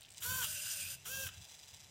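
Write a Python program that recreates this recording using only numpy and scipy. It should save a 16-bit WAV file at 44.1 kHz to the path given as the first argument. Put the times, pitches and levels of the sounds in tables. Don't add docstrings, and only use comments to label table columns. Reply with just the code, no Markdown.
import sys
import numpy as np
from scipy import signal
from scipy.fft import rfft, irfft
from scipy.io import wavfile

SR = 44100
rng = np.random.default_rng(int(sys.argv[2]) if len(sys.argv) > 2 else 0)


def store_pcm(level_fs):
    pcm = np.round(np.clip(level_fs, -1, 1) * 32767).astype(np.int16)
    wavfile.write(sys.argv[1], SR, np.atleast_2d(pcm).T)


def undo_db(level):
    steps = np.asarray(level, float) / 20
    return 10 ** steps


N = 83790


def rms_one(x):
    return x / np.sqrt(np.mean(x ** 2) + 1e-20)


def noise():
    return rng.standard_normal(N)


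def in_time(rows, column):
    rows = np.array(rows)
    return np.interp(np.arange(N) / SR, rows[:, 0], rows[:, column])


def phase(rate_hz):
    return 2 * np.pi * np.cumsum(rate_hz) / SR


def running(rows):
    t = np.arange(N) / SR
    fade_s = 0.0026
    rise = t - rows[0][0] + fade_s
    fall = rows[-1][0] + fade_s - t
    return np.clip(np.minimum(rise, fall) / fade_s, 0, 1)


def drift(rate_hz):
    r = np.exp(-2 * np.pi * rate_hz / SR)
    slow = signal.lfilter([1], [1, -2 * r, r * r], rng.standard_normal(N + SR))
    return rms_one(slow[SR:])


def resonance(hz, centre, width, db):
    return 1 + (undo_db(db) - 1) / (1 + 2j * (hz - centre) / width)


def body(x, tone, peaks=()):
    hz = np.maximum(np.fft.rfftfreq(N, 1 / SR), 1)
    points = np.array(tone)
    colour_db = np.interp(np.log(hz), np.log(points[:, 0]), points[:, 1])
    lows = np.minimum(hz / points[0, 0], 1) ** 2
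    highs = np.minimum(points[-1, 0] / hz, 1) ** 4
    response = undo_db(colour_db) * lows * highs + 0j
    for centre, width, db in peaks:
        response *= resonance(hz, centre, width, db)
    return rms_one(irfft(rfft(x) * response, N))


def patchy(x, patchy_db):
    hz = np.maximum(np.fft.rfftfreq(N, 1 / SR), 1)
    spectrum = rfft(x)
    place = np.clip(2 * np.log2(hz / 700), 0, 9)
    total = np.zeros(N)
    for k in range(10):
        band = irfft(spectrum * np.maximum(1 - abs(place - k), 0), N)
        total += undo_db(patchy_db * drift(20)) * band
    return rms_one(total)


def teeth(per_s, spread_db, hiss):
    born = rng.random(N) < per_s / SR
    strength = undo_db(spread_db * noise())
    scratch = signal.lfilter([1], [1, -.97], born * strength)
    return noise() * (rms_one(scratch) + hiss)


def envelope(rows):
    t = np.arange(N) / SR
    total = np.zeros(N)
    for start, db, length in rows:
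        rise = np.clip((t - start) / (0.46 * length), 0, 1)
        total += undo_db(db) * rise * np.exp(-np.maximum(t - start, 0) / length)
    return total


def bursts(rows, tone, peaks=()):
    return envelope(rows) * body(noise(), tone, peaks)


def partials(orders, turn, waver_db):
    total = np.zeros(N)
    for multiple, db in orders:
        start = rng.uniform(0, 2 * np.pi)
        total += undo_db(db + waver_db * drift(70.)) * np.sin(multiple * turn + start)
    return total


# pitch_hz, width_hz, level_db
PEN_HOUSING = [(1570, 86, 7.8), (3400, 1200, 6.1), (5690, 110, 9.7), (6970, 880, 5), (13600, 3700, 4.85)]


def pen_servo(rows, orders, mesh, tone, beat, waver_db, hum_db):
    turn = phase(in_time(rows, column=1) * (1 + .0008 * drift(50.)))
    whine_db = in_time(rows, column=3)
    whine = partials(orders, turn, waver_db)
    whistle = partials(mesh, turn, waver_db)
    grip = undo_db(np.minimum(0.38 * (whine_db + 30.6), 0))
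    braking = np.clip((rows[-1][0] - np.arange(N) / SR - .02) / .05, 0, 1)
    scratching = teeth(1400.0, 1.5, 4.0) * (1 + beat * np.cos(turn))
    gears = patchy(body(scratching, tone, PEN_HOUSING), patchy_db=0.9)
    gears = gears + np.sqrt(grip) * braking * whistle
    gears = gears + grip * undo_db(hum_db + 2.8 * drift(36.0)) * np.sin(turn)
    gear_level = undo_db(in_time(rows, column=2) + 0.5 * drift(20.0))
    return running(rows) * (undo_db(whine_db) * whine + gear_level * gears)


# start_s, pitch_hz (commutator rate), gear_level_db, whine_level_db
LIFT = [
    (.205, 300, -52.5, -63),
    (.228, 403, -42.5, -70),
    (.256, 483.3, -40, -37),
    (.292, 505.8, -39.5, -36.5),
    (.352, 516, -40.5, -31),
    (.372, 513, -38, -39.5),
    (.39, 516.6, -39.5, -33.5),
    (.428, 474, -38, -37),
    (.455, 435, -39, -53),
]
# multiple of the commutator rate, level_db
LIFT_WHINE = [(2, -15.5), (3, -8), (5, -23), (6, -20.5), (7, -23.5)]
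# multiple of the commutator rate, level_db over the gear noise
LIFT_WHISTLES = [(9, -12), (15, -15), (27, -8)]
# pitch_hz, level_db
LIFT_TONE = [(250, -23), (900, -19.5), (1400, -8.5), (1900, -15), (3000, -11), (4500, -13), (7000, -5),
             (15800, -6)]


def pen_lift():
    return pen_servo(LIFT, LIFT_WHINE, LIFT_WHISTLES, LIFT_TONE, beat=0.25, waver_db=2.5, hum_db=-19.5)


# start_s, pitch_hz (commutator rate), gear_level_db, whine_level_db
LOWER = [
    (1.045, 300, -67, -74),
    (1.06, 384.3, -45.5, -61),
    (1.076, 434, -44, -43),
    (1.098, 510.8, -43.5, -38),
    (1.136, 536.8, -44.5, -31),
    (1.24, 532.2, -42.5, -32.5),
    (1.26, 510.5, -44.5, -35.5),
    (1.277, 480, -45, -70),
    (1.302, 404, -61, -64),
]
# multiple of the commutator rate, level_db
LOWER_WHINE = [(2, -37.5), (3, -14), (5, -17), (6, -21.5), (7, -27), (8, -31), (9, -25.5), (12, -25)]
# multiple of the commutator rate, level_db over the gear noise
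LOWER_WHISTLES = [(10, -22)]
# pitch_hz, level_db
LOWER_TONE = [(250, -20), (900, -16.5), (1400, -18), (1900, -31), (2700, -11), (4500, -18.5), (5900, -8.5),
              (15800, -10.5)]


def pen_lower():
    return pen_servo(LOWER, LOWER_WHINE, LOWER_WHISTLES, LOWER_TONE, beat=0.34, waver_db=1.6, hum_db=-15.0)


# start_s, effort_db, mesh_pitch_hz, mesh_level_db
SWING = [(.44, -44, 2800, -60), (.55, -42, 2800, -58), (.58, -43.5, 2650, -45.5), (.63, -44, 2912, -59),
         (.685, -40.5, 2800, -58.5), (.76, -43, 2700, -60), (.835, -45, 2461, -49),
         (.92, -45.5, 2700, -61.5), (.95, -48.5, 2700, -56.5), (.962, -60.5, 2700, -61.5),
         (1.04, -83, 2700, -74)]
# start_s, pitch_hz, level_db
SWING_SPEED = [(.46, 616, -70), (.47, 614.5, -60), (.555, 613, -70), (.59, 560, -67), (.63, 609, -66),
               (.675, 631, -68), (.7, 597, -80), (.742, 654, -64.5), (.785, 564, -66.5), (.82, 567, -70),
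               (.85, 579, -83), (.885, 571, -67), (.925, 564, -65), (.95, 577, -84)]
# pitch_hz, level_db
SWING_TONE = [(250, -42), (1000, -18.5), (2000, -13.5), (3500, -5), (6000, -13.5), (9000, -5),
              (12000, -7.5), (15800, -2.5)]
# pitch_hz, width_hz, level_db
ARM_BODY = [(1535, 85, 20.7), (2800, 450, 11.4), (4950, 180, 11.7), (6040, 700, 15), (7110, 200, 8),
            (8730, 1260, 12), (12420, 1360, 7.9), (14400, 450, 7.7)]


def swing():
    effort = undo_db(in_time(SWING, column=1))
    rattle = patchy(body(teeth(1400.0, 2.1, 3.4), SWING_TONE, ARM_BODY), patchy_db=1.5)
    rattle = undo_db(1.5 + 0.48 * drift(14.0)) * rattle
    hum_turn = phase(in_time(SWING_SPEED, column=1) * (1 + 0.019 * drift(41.0)))
    hum = undo_db(in_time(SWING_SPEED, column=2) + 2.5 * drift(56.0)) * np.sin(hum_turn)
    mesh_turn = phase(in_time(SWING, column=2))
    mesh = rms_one(drift(106.0) * np.sin(mesh_turn) + drift(140.0) * np.cos(mesh_turn))
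    mesh = undo_db(in_time(SWING, column=3)) * mesh
    return running(SWING) * (effort * rattle + running(SWING_SPEED) * hum + mesh)


# start_s, effort_db
CREEP = [
    (0, -69.5),
    (.14, -70.5),
    (.19, -54.5),
    (.21, -68),
    (.95, -62),
    (1.0, -62),
    (1.05, -61.5),
    (1.3, -59),
    (1.85, -63.5),
    (1.9, -63),
]
# start_s, level_db
PUSHES = [(0.168, -51.5), (1.335, -53), (1.367, -56.5), (1.412, -55), (1.439, -52), (1.487, -53),
          (1.51, -51), (1.539, -51), (1.586, -55), (1.626, -52.5), (1.642, -66), (1.677, -51), (1.7, -54),
          (1.735, -48.5), (1.76, -55), (1.797, -52.5), (1.833, -55)]
# pitch_hz, level_db
CREEP_TONE = [(900, -4.5), (1400, -19), (2000, -8), (3000, -2), (4400, -15.5), (6000, -4.5), (10000, -11),
              (15800, -12)]
# pitch_hz, width_hz, level_db
CREEP_BODY = [(2700, 95, 2.3), (3450, 195, 9), (3983, 100, 16.4), (4936, 220, 14.9), (5940, 450, 5.7),
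              (7750, 1300, 8.8)]


def creep():
    t = np.arange(N) / SR
    steps_per_s, push_s = 140, 0.0089
    step = phase(steps_per_s * (1 + 0.119 * drift(20.5)))
    ticks = noise() * undo_db(3.3 * np.cos(step))
    level = undo_db(in_time(CREEP, column=1))
    for start, db in PUSHES:
        level = level + undo_db(db - 6.5) * np.exp(-((t - start - push_s) / push_s) ** 2)
    return level * patchy(body(ticks, CREEP_TONE, CREEP_BODY), patchy_db=0.0)


# start_s, level_db
TICKS = [(.0085, -42), (0.0176, -45.5), (0.031, -42.5), (.054, -47), (0.09, -49), (0.1037, -46.5),
         (0.1064, -44), (0.117, -45.5), (.1215, -46), (0.126, -50), (.133, -51), (.139, -48), (0.145, -46),
         (0.156, -53), (.162, -49), (.172, -46), (.181, -38), (0.195, -60)]
# start_s, level_db
SNAGS = [
    (.5527, -39),
    (.594, -38),
    (.7185, -34),
    (.7235, -38),
    (.754, -38),
    (.7702, -35),
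    (.9045, -39),
    (.9215, -39),
]
# pitch_hz, level_db
TICK_TONE = [(2000, -19), (5000, -6.5), (6500, -11.5), (8300, 1), (10000, -20), (15800, -14)]


def catching_teeth():
    ticks = bursts([(start, db, .0012) for start, db in TICKS], TICK_TONE)
    snags = bursts([(start, db, .0008) for start, db in SNAGS], TICK_TONE)
    return ticks + snags


# start_s, level_db
NUDGES = [
    (0.02, -48.5),
    (0.036, -50),
    (0.048, -52),
    (0.059, -51),
    (0.084, -54),
    (.145, -50.5),
    (.194, -56),
]
# pitch_hz, level_db
NUDGE_TONE = [(1500, -46), (2800, -3), (3800, -6.5), (5000, -15), (15800, -39)]


def nudges():
    return bursts([(start, db, .004) for start, db in NUDGES], NUDGE_TONE)


# start_s, level_db, length_s
KNOCKS = [
    (.218, -40.5, 0.016),
    (.41, -38, 0.037),
    (.443, -36, 0.003),
    (1.05, -46, 0.022),
    (1.265, -35, 0.0069),
    (1.286, -41.5, 0.0072),
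]
# start_s, level_db, length_s
LINGER = [
    (1.29, -53.5, 0.072),
]
# pitch_hz, level_db
KNOCK_TONE = [(400, -31), (1500, 8.5), (2100, -4), (3100, 12), (4200, -5.5), (15800, -18)]
# pitch_hz, width_hz, level_db
LINGER_BODY = [(1600, 45, 14.3), (2650, 55, 21)]


def pen_knocks():
    return bursts(KNOCKS, KNOCK_TONE) + bursts(LINGER, KNOCK_TONE, LINGER_BODY)


# start_s, level_db, length_s, pitch_hz
JOLTS = [
    (0.271, -44.5, 0.059, 93.9),
    (.315, -45.5, 0.023, 92.4),
    (.83, -53.5, 0.047, 89.9),
    (1.135, -47, 0.061, 85),
    (1.254, -41.5, 0.016, 88.5),
    (1.366, -46, 0.034, 83),
    (1.721, -53.5, .04, 94.5),
]


def jolts():
    t = np.arange(N) / SR
    total = np.zeros(N)
    for start, db, length, hz in JOLTS:
        total += envelope([(start, db, length)]) * np.sin(2 * np.pi * hz * (t - start))
    return total


# start_s, level_db
DESK = [(0, -71.5), (.2, -64.5), (.33, -50), (.38, -56.5), (.62, -63), (.75, -67.5), (.86, -59.5),
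        (1.02, -64.5), (1.16, -54.5), (1.23, -62), (1.27, -52.5), (1.32, -64), (1.4, -60.5), (1.47, -73),
        (1.73, -69), (1.9, -64.5)]
# pitch_hz, level_db
DESK_TONE = [(20, -23), (40, -10.5), (95, 2.5), (150, -6.5), (220, -21), (330, -20.5)]


def desk_hum():
    peaks = [(132.2, 6.8, 4.2), (191.0, 29, 11.1)]  # pitch_hz, width_hz, level_db
    return undo_db(in_time(DESK, column=1)) * body(noise(), DESK_TONE, peaks)


# pitch_hz, level_db
ROOM_TONE = [(150, -4), (300, -12.5), (700, -7), (1200, -15), (2000, -7.5), (15800, -26.5)]


def room():
    return undo_db(-66.5) * body(noise(), ROOM_TONE)


def scene():
    pen = pen_lift() + pen_lower() + pen_knocks()
    arm = swing() + creep() + catching_teeth() + nudges()
    mono = pen + arm + jolts() + desk_hum() + room()
    return np.array([mono, mono])


def roll_off(x):
    return signal.sosfilt(signal.butter(12, 15890, fs=SR, output="sos"), x)


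# pitch_hz, width_hz, level_db
NOTCHES = [(5310, 67, -5.5), (6700, 160, -5), (8190, 170, -10), (10020, 240, -8), (11660, 120, -5.5),
           (13170, 210, -11), (14950, 130, -1)]
# start_s, share (0 to 1)
NARROW = [
    (.47, 0),
    (.5, 1),
    (1.02, 1),
    (1.04, 0),
    (1.76, 0),
    (1.8, 1),
]


def record(dry):
    hz = np.fft.rfftfreq(N, 1 / SR)
    spectrum = rfft(dry)
    for centre, width, db in NOTCHES:
        spectrum = spectrum * resonance(hz, centre, width, db)
    heard = irfft(spectrum, N)

    def cut_above(cutoff_hz):
        return signal.sosfiltfilt(signal.ellip(8, .3, 40, cutoff_hz, fs=SR, output="sos"), heard)

    wide = cut_above(15850)
    narrow = cut_above(15150)
    return roll_off(wide + in_time(NARROW, column=1) * (narrow - wide))


dry = scene()
out = record(dry)
store_pcm(out)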